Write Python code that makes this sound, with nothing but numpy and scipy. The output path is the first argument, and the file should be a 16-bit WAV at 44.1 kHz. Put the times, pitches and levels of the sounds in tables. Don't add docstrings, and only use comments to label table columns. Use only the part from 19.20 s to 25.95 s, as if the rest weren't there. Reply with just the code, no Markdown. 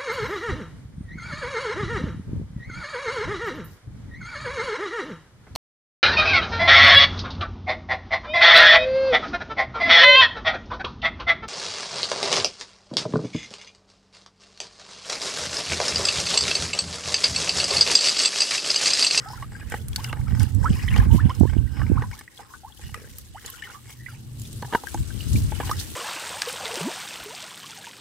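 import sys
import numpy as np
from scipy import signal
from scipy.fft import rfft, irfft, next_fast_len
from scipy.io import wavfile

SR = 44100
rng = np.random.default_rng(int(sys.argv[2]) if len(sys.argv) > 2 else 0)


def put_to_file(sound):
    columns = np.atleast_2d(sound).T
    safe = np.clip(columns, -1, 1)
    whole_steps = np.round(safe * 32767)
    wavfile.write(sys.argv[1], SR, whole_steps.astype(np.int16))


N = 297749


def amp(db):
    return 10 ** (np.asarray(db) / 20)


def rms_one(x):
    return x / np.sqrt(np.mean(x ** 2, axis=-1, keepdims=True) + 1e-20)


def at_samples(t, values):
    return np.interp(np.arange(N) / SR, t, values)


def in_time(rows):
    s, *columns = np.transpose(rows)
    return [at_samples(s, c) for c in columns]


def drift(rate_hz):
    step, warm_up = 40, 2000
    r = np.exp(-2 * np.pi * rate_hz * step / SR)
    noise = rng.standard_normal((2, N // step + 2 + warm_up))
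    slow = rms_one(signal.lfilter([1], [1, -2 * r, r * r], noise)[:, warm_up:])
    return np.array([np.interp(np.arange(N) / step, np.arange(len(v)), v) for v in slow])


def colour(x, spectrum):
    size = next_fast_len(N)
    hz, level_db = np.transpose(spectrum)
    log_hz = np.log(np.maximum(np.fft.rfftfreq(size, 1 / SR), 1))
    gain = amp(np.interp(log_hz, np.log(hz), level_db, left=-90, right=-90))
    return rms_one(irfft(rfft(x, size) * gain, size)[..., :N])


def band_pass(band_hz):
    return signal.butter(2, band_hz, "band", fs=SR, output="sos")


def ring(clicks, hz, t60):
    r = amp(-60 / (max(t60, .002) * SR))
    w = 2 * np.pi * hz / SR
    return signal.lfilter([0, np.sin(w)], [1, -2 * r * np.cos(w), r * r], clicks + 1e-18)


def ring_time(width_hz):
    return np.log(1000) / np.pi / width_hz


def grains(per_s, spread_db, channels):
    shape = (channels, N)
    sizes = amp(spread_db * np.minimum(rng.exponential(1, shape), 5))
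    sizes = sizes * rng.choice([-1, 1], shape)
    return sizes * (rng.random(shape) < per_s / SR)


def add(out, s, sound):
    i = round(s * SR)
    out[i:i + len(sound)] += sound[:N - i]


def above(hz, bright_db):
    return amp(bright_db / (1 + (1800 / hz) ** 8))


def swells(rows, rise, fall):
    t = np.arange(0, N + 64, 64) / SR
    centre, hold = np.transpose(rows)[:2, :, None]
    early = centre - np.abs(hold) / 2 - t
    late = t - centre - np.abs(hold) / 2
    return t, amp(-2 * (rise * np.maximum(early, 0) + fall * np.maximum(late, 0)))


# frequency in Hz, relative density in dB per Hz.
AIR_SPECTRUM = [(180, 1), (300, 11.5), (480, 0.5), (680, -6.5), (850, -6.5), (1480, -4.5), (2520, -8.5),
                (2890, -4), (6450, -25), (8020, -1), (14400, -35), (15700, -28), (16500, -65)]
# time in seconds, level in dB.
AIR_LEVEL = [(0, -56.5), (2.5, -55), (3.5, -62.5), (5.1, -58), (5.3, -52), (5.9, -47.5), (6.2, -44.5),
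             (6.75, -45)]
# time in seconds, level in dB.
DRONE_LEVEL = [(0, -39), (1, -32), (3, -59.5), (4.5, -53.5), (5, -37), (5.4, -29.5), (5.7, -73),
               (6.75, -49)]
# pitch in Hz, width in Hz, level in dB under the loudness curve.
DRONE_LINES = [(121.1, 14, -4), (211.4, 7.3, -19)]


def background():
    hiss = colour(rng.standard_normal((2, N)), AIR_SPECTRUM)
    air = amp(in_time(AIR_LEVEL)[0] + 0.5 * drift(18)) * hiss
    noise = rng.standard_normal(N)
    drone = sum(amp(db) * rms_one(ring(noise, hz, ring_time(width_hz)))
                for hz, width_hz, db in DRONE_LINES)
    return air + amp(in_time(DRONE_LEVEL)[0]) * drone


STEADY_WIND = [(0, -47.5, -9), (.69, -36, 0), (.96, -38.5, -11), (1.3, -63, -1), (1.65, -25, -5),
               (2.0, -33, 22), (2.16, -34, -9), (2.5, -30.5, -19), (2.84, -30.5, 3), (3.12, -67, 12),
               (3.2, -58.5, 6), (3.52, -54.5, 16), (3.8, -45, -7), (4.46, -55.5, 4), (5.3, -47, 0),
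               (5.68, -51, 23), (5.9, -33.5, 24), (6.35, -32.5, 39), (6.75, -42, 4)]
# centre in seconds, hold in seconds, rumble level in dB,
# left minus right in dB.
BUFFETS = [(1.028, 0.011, -23.5, -8), (1.134, 0.012, -17.5, -15.5), (1.219, 0.038, -18.5, -35),
           (1.369, 0.023, -18, -17), (1.424, 0.017, -21.5, -16), (1.512, 0.017, -15.5, -8),
           (1.76, 0.028, -15.5, -26), (1.81, 0.053, -19.5, -4), (1.899, 0.036, -14, -22),
           (1.933, 0.013, -11.5, -16), (2.053, 0.025, -17, -7.5), (2.223, 0.015, -13, -41),
           (2.374, 0.085, -20, -20), (2.62, 0.03, -21.5, -18), (2.725, 0.0099, -15.5, -20),
           (2.774, 0.022, -20, -11), (3.693, 0.095, -40.5, -5.5), (5.805, 0.0086, -25.5, 5),
           (5.963, 0.034, -32, 32), (6.077, 0.008, -26, 27), (6.156, 0.017, -13.5, 2),
           (6.253, 0.0066, -20, 4.5), (6.447, 0.025, -28, 6), (6.55, 0.1, -36, -17)]
BUFFET_RISE_DB_PER_S, BUFFET_FALL_DB_PER_S = 303, 306


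def port_powers(level_db, left_minus_right_db):
    ratio = amp(2 * left_minus_right_db)
    shares = np.array([ratio, np.ones_like(ratio)]) / (1 + ratio)
    return 4 * amp(2 * level_db) * shares


def gusts():
    t, shape = swells(BUFFETS, BUFFET_RISE_DB_PER_S, BUFFET_FALL_DB_PER_S)
    bumps = port_powers(*np.transpose(BUFFETS)[2:]) @ shape
    steady = port_powers(*in_time(STEADY_WIND))
    return np.sqrt(steady + [at_samples(t, side) for side in bumps])


# frequency in Hz, relative density in dB per Hz.
RUMBLE_SPECTRUM = [(12, -47), (20, -45), (46, 5), (75, 9), (121, 4.5), (161, -6), (300, -18), (390, -96)]
FLUTTER_SPECTRUM = [(100, -22), (200, 5.5), (300, -4), (450, -17), (700, -29), (1200, -31.5)]
# time in seconds, relative level in dB, pitch in Hz.
SLAPS = [(1.129, -7, 133), (1.206, -18, 136), (1.507, -1, 142), (1.784, -8, 159), (1.946, 5.5, 164),
         (1.959, -3.5, 206), (2.055, 0, 152), (2.189, -13, 196), (2.21, 8.5, 200), (2.233, 2, 318),
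         (2.253, -4.5, 293), (2.366, -2, 212), (2.699, -1, 190), (2.717, -1, 270)]


def wind():
    rumble = colour(rng.standard_normal((2, N)), RUMBLE_SPECTRUM)
    rumble = rms_one(rumble * amp(2.5 * drift(25.6)))
    flutter = colour(rng.standard_normal((2, N)), FLUTTER_SPECTRUM)
    flutter = rms_one(flutter * amp(2.9 * drift(43)))
    ports = gusts()
    out = ports * rumble + amp([[-19], [-22.5]]) * ports ** 0.83 * flutter
    for s, level_db, hz in SLAPS:
        turns = np.arange(round(3 * SR / hz)) * hz / SR - .9
        push_suck = -np.tanh(0.77 * np.sin(2 * np.pi * turns)) * np.exp(-(turns / 0.46) ** 2)
        add(out[1], s - .5 / hz, amp(level_db) * push_suck)
    return out


# time in seconds, drag and gurgle in dB (before each layer's trim),
# their brightness above 1.8 kHz in dB, fizz in dB.
SWIRL = [(0, -46, -5, -57.5), (.45, -56, -4, -57), (1, -45.5, -8, -53), (1.35, -86, -10, -53),
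         (1.9, -64, -5, -54), (2.5, -58, -4, -56.5), (2.9, -57, -6, -52.5), (3.1, -62, 9, -64),
         (3.55, -56.5, -9, -52), (4.05, -60.5, 3, -53), (4.4, -56, 10, -55.5), (4.8, -76, -5.5, -54),
         (5.13, -60, -5, -54.5), (5.3, -95, 12, -47), (5.85, -68.5, 24, -46.5), (6.15, -74, 27, -39.5),
         (6.5, -77, 5, -49.5), (6.75, -77, 2, -40)]
# centre in seconds, hold in seconds, then drag and gurgle,
# brightness and fizz in dB as above.
STROKES = [(0.062, 0.13, -41.5, -13, -59), (0.166, 0.085, -40.5, -11, -49), (0.374, 0.067, -52.5, 1.5, -74),
           (0.544, 0.042, -39.5, -2, -44.5), (0.82, 0.059, -42.5, -2.5, -44),
           (0.893, 0.019, -48.5, 12, -47.5), (1.126, 0.082, -53, 9, -59), (1.223, 0.016, -36, -9, -41.5),
           (1.459, 0.046, -39, -7.5, -62), (1.571, 0.11, -42.5, 0, -46), (1.733, 0.086, -49.5, 22, -46),
           (1.798, 0.05, -27, -15.5, -46), (1.951, 0.025, -47, 10, -42), (2.067, 0.11, -40, -10.5, -68),
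           (2.183, 0.17, -50, -12, -50), (2.324, 0.096, -46.5, -0.5, -58.5), (2.622, 0.092, -42, -4.5, -55),
           (2.793, 0.049, -36.5, -13, -73), (2.98, 0.072, -46.5, -5, -51), (3.18, 0.023, -71, 13, -49.5),
           (3.218, 0.028, -46, -5, -71), (3.335, 0.055, -52, -9, -53), (3.65, 0.068, -60.5, 16, -50.5),
           (3.776, 0.019, -44, -5, -68), (3.942, 0.1, -54.5, -3, -49.5), (4.308, 0.12, -48.5, -1, -47.5),
           (4.501, 0.084, -49, 0, -48), (4.705, 0.024, -59.5, 14.5, -50), (4.914, 0.044, -57.5, 11.5, -53),
           (5.24, 0.036, -74.5, 25, -46.5), (5.55, 0.029, -39.5, -10, -43), (5.74, 0.13, -49.5, 0, -48),
           (6.165, 0.02, -69, 29, -36.5), (6.398, 0.064, -43, 2, -44), (6.491, 0.064, -35, -7.5, -39.5),
           (6.605, 0.018, -47.5, 7, -34)]
STROKE_RISE_DB_PER_S, STROKE_FALL_DB_PER_S = 235, 218


def stirring():
    t, shape = swells(STROKES, STROKE_RISE_DB_PER_S, STROKE_FALL_DB_PER_S)
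    drag_db, bright_db, fizz_db = np.transpose(STROKES)[2:]
    power = amp(2 * drag_db)
    drag = at_samples(t, power @ shape)
    weighted = at_samples(t, (power * bright_db) @ shape)
    fizz = at_samples(t, amp(2 * fizz_db) @ shape)
    rest_db, rest_bright_db, rest_fizz_db = in_time(SWIRL)
    rest = amp(2 * rest_db)
    bright = (weighted + rest * rest_bright_db) / (drag + rest)
    return 10 * np.log10(drag + rest), bright, 10 * np.log10(fizz + amp(2 * rest_fizz_db))


BUBBLE_SPREAD_DB = 8.5


def gurgle(drag_db, bright_db):
    births = grains(1200 * amp(4.3 * drift(12)[0]), 3.26, channels=1)[0]
    pitches = np.geomspace(780, 3400, 24)
    dealt = rng.integers(0, 24, N)
    swarms = amp(4.35 * np.vstack([drift(2.03) for _ in range(3)]))
    out = np.zeros((2, N))
    for k, hz in enumerate(pitches):
        swelling = ring(births * (dealt == k), hz, 39.0 / hz)
        bubbles = rms_one(ring(swelling, hz, 20.0 / hz))
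        side = amp(BUBBLE_SPREAD_DB * (-1) ** k * np.array([[1], [-1]]))
        out += bubbles * above(hz, bright_db) * swarms[k // 4] * side
    return amp(drag_db - 24.0) * out


# pitch in Hz, relative level in dB when struck under the liquid,
# when struck near the rim and when rubbed, t60 in seconds when struck.
TUB_MODES = [(337, -40, -43, -18, 0.069), (484, -20, -24, 0, 0.023), (650, -27, -24, -25, 0.0049),
             (845, -7, -5, -21, 0.017), (950, -25, -9.5, -34, 0.036), (1191, -7.5, -9.5, -25, 0.017),
             (1560, -5.5, -7.5, -0.5, 0.015), (1688, -8, -6.5, -3, 0.011), (1900, -1, -36, 3, 0.0082),
             (2183, -10, -24, -3.5, 0.019), (2880, -18.5, -16, -2.5, 0.048), (3160, -15.5, -11, -31, 0.015),
             (4830, -51, -30, -5.5, 0.035), (5200, -8, -27, 2, 0.0064), (7800, -9, -34, 2, 0.0046)]
# time in seconds, relative level in dB, hardness in dB per two octaves.
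KNOCKS = [(0.226, -28, 0), (.319, -38.5, 1), (0.397, -36.5, 6), (0.428, -36, 2), (0.521, -17.5, -4),
          (0.54, -9.5, -15), (0.928, -12.5, -9.5), (0.969, -31.5, 0.5), (1.012, -33.5, -5),
          (1.08, -29.5, 1), (1.107, -34, 1), (1.12, -30, -1), (1.149, -33, 6), (1.163, -43, 4),
          (1.204, -34.5, 13), (1.231, -30.5, -3), (1.288, -33, -6), (1.762, -11, -20), (1.782, -21, -2),
          (2.095, -30.5, 7), (2.297, -30.5, 5.5), (2.333, -24.5, -12), (2.569, -27, -5), (2.594, -20.5, -8),
          (2.617, -20.5, -14), (2.821, -11.5, -17), (2.913, -34, 6.5), (3.01, -34, 6), (3.192, -29, -15),
          (3.593, -33, -27), (3.636, -39, 7.5), (3.692, -34, -4), (4.247, -28, -20), (4.28, -46.5, 20),
          (4.656, -42, -4), (4.694, -40.5, 8), (5.425, -13.5, -19), (5.447, -24, -12), (5.526, -9, -17),
          (5.535, -10.5, -6), (5.544, -19, -2), (5.549, 0.5, -10.5), (5.636, -23.5, -28), (5.745, -13, -35),
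          (5.775, -31, 6), (6.321, -13, -20.5), (6.401, -11.5, -8), (6.411, -17, -12), (6.474, -29, 11),
          (6.494, -9.5, -16)]
LIFTED_FROM_S = 5.2


def tub(drag_db, bright_db):
    s, level_db, hard_db = np.transpose(KNOCKS)
    luck_db = rng.normal(0, 2.3, (len(s), len(TUB_MODES)))
    t = np.arange(round(.03 * SR)) / SR
    swell = t * np.exp(-t / 0.0017)
    swell = swell / swell.sum()
    chatter = rng.standard_normal((len(s), len(t))) * np.sqrt(len(t)) * 0.1
    knocks, drag = np.zeros(N), np.zeros(N)
    slips = grains(1200 * amp(4.7 * drift(25)[0]), 4.36, channels=2)
    for k, (hz, deep_db, rim_db, rubbed_db, t60) in enumerate(TUB_MODES):
        struck_db = np.where(s > LIFTED_FROM_S, rim_db, deep_db)
        tilt_db = hard_db * np.log2(hz / 830) / 2
        force = np.zeros(N)
        for at, db, skid in zip(s, level_db + struck_db + luck_db[:, k] + tilt_db, chatter):
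            add(force, at - .001, amp(db + 5.5) * swell * (np.cos(2 * np.pi * hz * t) + skid))
        knocks += ring(force, hz, t60)
        wander = amp(rubbed_db + 5.6 * drift(3.0)[0])
        drag += rms_one(ring(slips[k % 2], hz, 0.87 * t60)) * wander * above(hz, bright_db)
    return knocks + amp(drag_db - 19.0) * drag


# frequency in Hz, relative density in dB per Hz.
SPRAY_SPECTRUM = [(2500, 5.5), (4000, 9), (5500, 8.5), (8000, 7), (11000, 6.5), (14500, 3.5), (16500, 24)]
# time in
# seconds, relative level in dB, centre in Hz.
TICKS = [(0.0863, -35, 4730), (0.4994, -33, 8850), (0.521, -32, 7200), (0.6832, -27.5, 9630),
         (0.7314, -30, 3300), (0.7606, -13, 4470), (0.8, -33.5, 3100), (0.843, -21.5, 4900),
         (0.928, -27, 2740), (1.197, -25.5, 5540), (1.2306, -26.5, 8230), (1.348, -33, 7750),
         (1.4448, -32, 5600), (1.762, -22, 2810), (1.778, -26, 4520), (2.15, -34.5, 5300),
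         (2.198, -32.5, 7970), (2.82, -43, 2040), (2.991, -32.5, 8800), (3.7436, -21.5, 1960),
         (3.742, -34.5, 8400), (3.984, -25.5, 12600), (4.261, -24, 6870), (4.3003, -26, 12130),
         (4.422, -31, 2930), (5.1966, -32.5, 7400), (5.217, -30.5, 6900), (5.3295, -32, 8240),
         (5.423, -33, 4300), (5.67, -32.5, 5770), (5.685, -33, 3200), (5.743, -26.5, 6400),
         (6.132, -26, 7260), (6.4935, -29, 3030), (6.5127, -22, 5500), (6.568, -30, 5340)]


def spray(fizz_db):
    bursts = colour(grains(2500 * amp(3.5 * drift(45)[0]), 2.75, channels=2), SPRAY_SPECTRUM)
    edges_hz = [2000, 3600, 4800, 6500, 9000, 12000, 17000]
    patches = amp(2.2 * np.vstack([drift(18) for _ in range(3)]))
    fizz = np.zeros((2, N))
    for k, (patch, band) in enumerate(zip(patches, zip(edges_hz, edges_hz[1:]))):
        fizz += patch * signal.sosfilt(band_pass(band), bursts) * (-1) ** k
    out = np.zeros((N, 2))
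    t = np.arange(round(0.051 * SR)) / SR
    noise = rng.standard_normal((len(TICKS), len(t), 2))
    for (s, level_db, hz), puff in zip(TICKS, noise):
        fade = amp(level_db - 60 * t / 0.025)[:, None]
        tone = np.sin(2 * np.pi * hz * t)[:, None]
        band = np.minimum([hz / 1.5, hz * 1.8], .45 * SR)
        splash = signal.lfilter(*signal.butter(1, band, "band", fs=SR), puff, axis=0)
        add(out, s, fade * (0.53 * tone + 0.91 * splash))
    return amp(fizz_db) * fizz + out.T


# time in seconds, relative level in dB, starting pitch in Hz, t60 in seconds.
POPS = [(.02, -38.5, 1210, 0.049), (0.101, -30, 845, 0.071), (0.133, -26, 974, 0.052),
        (.176, -38, 1360, 0.037), (.351, -36, 1590, .062), (0.413, -36, 1634, 0.072),
        (0.76, -42, 1475, 0.06), (.845, -34, 2150, 0.022), (.845, -27.5, 2810, 0.026),
        (.8939, -32.5, 2720, 0.04), (1.069, -41, 1295, 0.09), (1.4294, -35, 1560, 0.036),
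        (1.458, -13, 1300, 0.038), (1.5018, -34, 2950, 0.019), (1.529, -37.5, 3020, 0.041),
        (1.596, -38, 2830, 0.03), (1.637, -33, 803, 0.02), (1.6798, -22.5, 1930, 0.037),
        (1.6853, -23.5, 3073, 0.039), (1.706, -34, 2720, 0.1), (1.7127, -34, 1850, 0.055),
        (1.726, -30, 1850, .03), (1.739, -29.5, 2200, 0.047), (1.77, -32, 3090, 0.048),
        (1.911, -40.5, 2940, 0.055), (2.004, -32.5, 1730, 0.072), (2.1026, -30.5, 3080, 0.031),
        (2.38, -32, 2900, 0.018), (2.473, -43, 1910, 0.026), (2.616, -22, 1590, 0.024),
        (2.666, -31, 2140, 0.012), (2.837, -27, 980, 0.062), (2.912, -49, 2270, .035),
        (2.9302, -36.5, 2190, 0.035), (2.986, -40, 1710, 0.076), (3.078, -28, 1900, 0.017),
        (3.1753, -35.5, 3310, 0.022), (3.195, -33, 815, 0.05), (3.303, -46, 1040, 0.12),
        (3.337, -34.5, 1470, 0.068), (3.338, -32.5, 1170, 0.055), (3.5, -45, 840, 0.044),
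        (3.523, -41.5, 3290, 0.029), (3.574, -43, 3050, .02), (3.744, -22.5, 1213, 0.041),
        (3.844, -43, 1560, .04), (4.338, -41.5, 1396, 0.11), (4.423, -27, 1764, 0.042),
        (4.437, -38, 2930, 0.061), (4.45, -37.5, 1815, 0.1), (4.469, -39, 1330, .072),
        (4.499, -36, 1410, 0.064), (4.546, -36, 1134, 0.12), (4.862, -29.5, 2004, 0.057),
        (4.885, -28, 1560, 0.02), (5.251, -42.5, 3410, 0.056), (5.48, -40, 800, 0.032),
        (5.67, -25, 1590, 0.038), (5.904, -32, 1537, 0.032), (6.0062, -27.5, 2830, 0.016),
        (6.1586, -27, 2330, 0.021), (6.403, -33, 1640, 0.019), (6.432, -29, 1005, 0.037),
        (6.513, -13, 1175, 0.035)]


def pops():
    out = np.zeros((N, 2))
    t = np.arange(round(.12 * SR)) / SR
    places = amp(BUBBLE_SPREAD_DB * rng.uniform(-0.69, 1, (len(POPS), 1)) * [1, -1])
    noise = rng.standard_normal((len(POPS), len(t)))
    for (s, level_db, hz, t60), tear, place in zip(POPS, noise, places):
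        tone = np.sin(2 * np.pi * hz * (t + 0.67 * t ** 2)) * (1 - np.exp(-t / 0.00091))
        crack = signal.lfilter(*signal.butter(2, [hz / 1.02, hz * 1.12], "band", fs=SR), tear)
        fade = amp(level_db - 60 * t / max(t60, .004))
        add(out, s, np.outer(fade * (1.08 * tone + 3.8 * crack), place))
    return out.T


# start in seconds, length in seconds, start pitch in Hz, end pitch in Hz,
# relative level in dB.
GULPS = [(0.057, 0.056, 760, 1070, -33.5), (0.06, 0.045, 1283, 1380, -31.5),
         (0.221, 0.032, 1105, 1250, -33), (0.781, 0.032, 814, 1240, -30.5), (1.441, 0.048, 916, 1900, -19),
         (1.815, .03, 773, 1210, -29), (1.902, 0.069, 894, 970, -33.5), (1.981, 0.028, 950, 1810, -23),
         (2.092, 0.026, 958, 1190, -18.5), (2.237, 0.042, 848, 1180, -32), (2.273, 0.027, 1720, 2120, -42),
         (2.598, .048, 1100, 1350, -33), (2.771, 0.015, 944, 1550, -20.5), (2.779, 0.029, 1000, 680, -36),
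         (2.922, 0.037, 886, 1380, -38.5), (3.433, 0.058, 762, 1220, -36), (4.145, 0.051, 720, 2010, -33.5),
         (4.434, 0.025, 2320, 1730, -38), (4.469, 0.022, 1530, 1200, -33.5),
         (4.885, 0.044, 1440, 1240, -40.5), (6.51, 0.026, 1110, 1380, -23)]
GULP_WOBBLE = .02


def gulps():
    out, wobble = np.zeros(N), drift(84)
    for s, length, start_hz, end_hz, level_db in GULPS:
        u = np.linspace(0, 1, round(length * SR))
        glide = start_hz * (end_hz / start_hz) ** (u ** 1.3)
        hz = glide * (1 + GULP_WOBBLE * wobble[0, round(s * SR):][:len(u)])
        shape = (1 - np.exp(-u * length / 0.0043)) * amp(-12.0 * u) * np.sqrt(1 - u ** 4)
        add(out, s, amp(level_db) * shape * np.sin(2 * np.pi * np.cumsum(hz) / SR))
    rough = signal.lfilter([.05], [1, -.95], rng.standard_normal(N))
    return out * amp(3.2 * wobble[1]) * (1 + 0.04 * rms_one(rough))


# centre in seconds,
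# hold in seconds, level in dB, a pitch in Hz that picks the nearest mode.
SKIDS = [(0.115, 0.053, -50.5, 5200), (.87, 0.13, -57, 2950), (1.564, 0.089, -51.5, 2903),
         (1.625, 0.11, -59, 1900), (1.873, 0.07, -55, 1590), (2.06, 0.06, -54, 1560),
         (2.45, 0.26, -62, 1583), (2.572, 0.082, -57, 5200), (2.684, 0.29, -55.5, 1540),
         (3.67, 0.026, -51, 2900), (4.826, 0.047, -53.5, 1900)]
SKID_FADE_DB_PER_S, SKID_WIDTH = 400, 0.07


def skids():
    t, shape = swells(SKIDS, SKID_FADE_DB_PER_S, SKID_FADE_DB_PER_S)
    rub = grains(2500, 4.8, channels=1)[0]
    out = np.zeros(N)
    for (_, _, level_db, near_hz), power in zip(SKIDS, shape):
        mode_hz = min((row[0] for row in TUB_MODES), key=lambda hz: abs(hz - near_hz))
        t60 = ring_time(SKID_WIDTH * mode_hz)
        song = rms_one(ring(ring(rub, mode_hz, t60), mode_hz, t60 / 2))
        out += amp(level_db) * at_samples(t, np.sqrt(power)) * song
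    return out


def nearby(x):
    # delay in seconds, level in dB
    left = [(.00045, -11.5), (.0013, -19.5), (.0037, -24)]
    right = [(.0011, -21.5), (.0019, -51), (.0047, -14.5)]
    return np.array([v + sum(amp(db) * np.roll(v, round(s * SR)) for s, db in side)
                     for v, side in zip(x, [left, right])])


def scene():
    drag_db, bright_db, fizz_db = stirring()
    liquid = gurgle(drag_db, bright_db) + pops() + gulps() + skids()
    stirred_tub = nearby(tub(drag_db, bright_db) + liquid)
    return stirred_tub + spray(fizz_db) + wind() + background()


PORT_CUT_HZ, TOP_CUT_HZ = 29.6, 16500


def record(dry):
    x = signal.sosfilt(signal.butter(2, PORT_CUT_HZ, "high", fs=SR, output="sos"), dry)
    x = x / (1 + x ** 4) ** (1 / 4)
    return signal.sosfilt(signal.cheby2(12, 70, TOP_CUT_HZ, fs=SR, output="sos"), x)


dry = scene()
out = record(dry)
put_to_file(out)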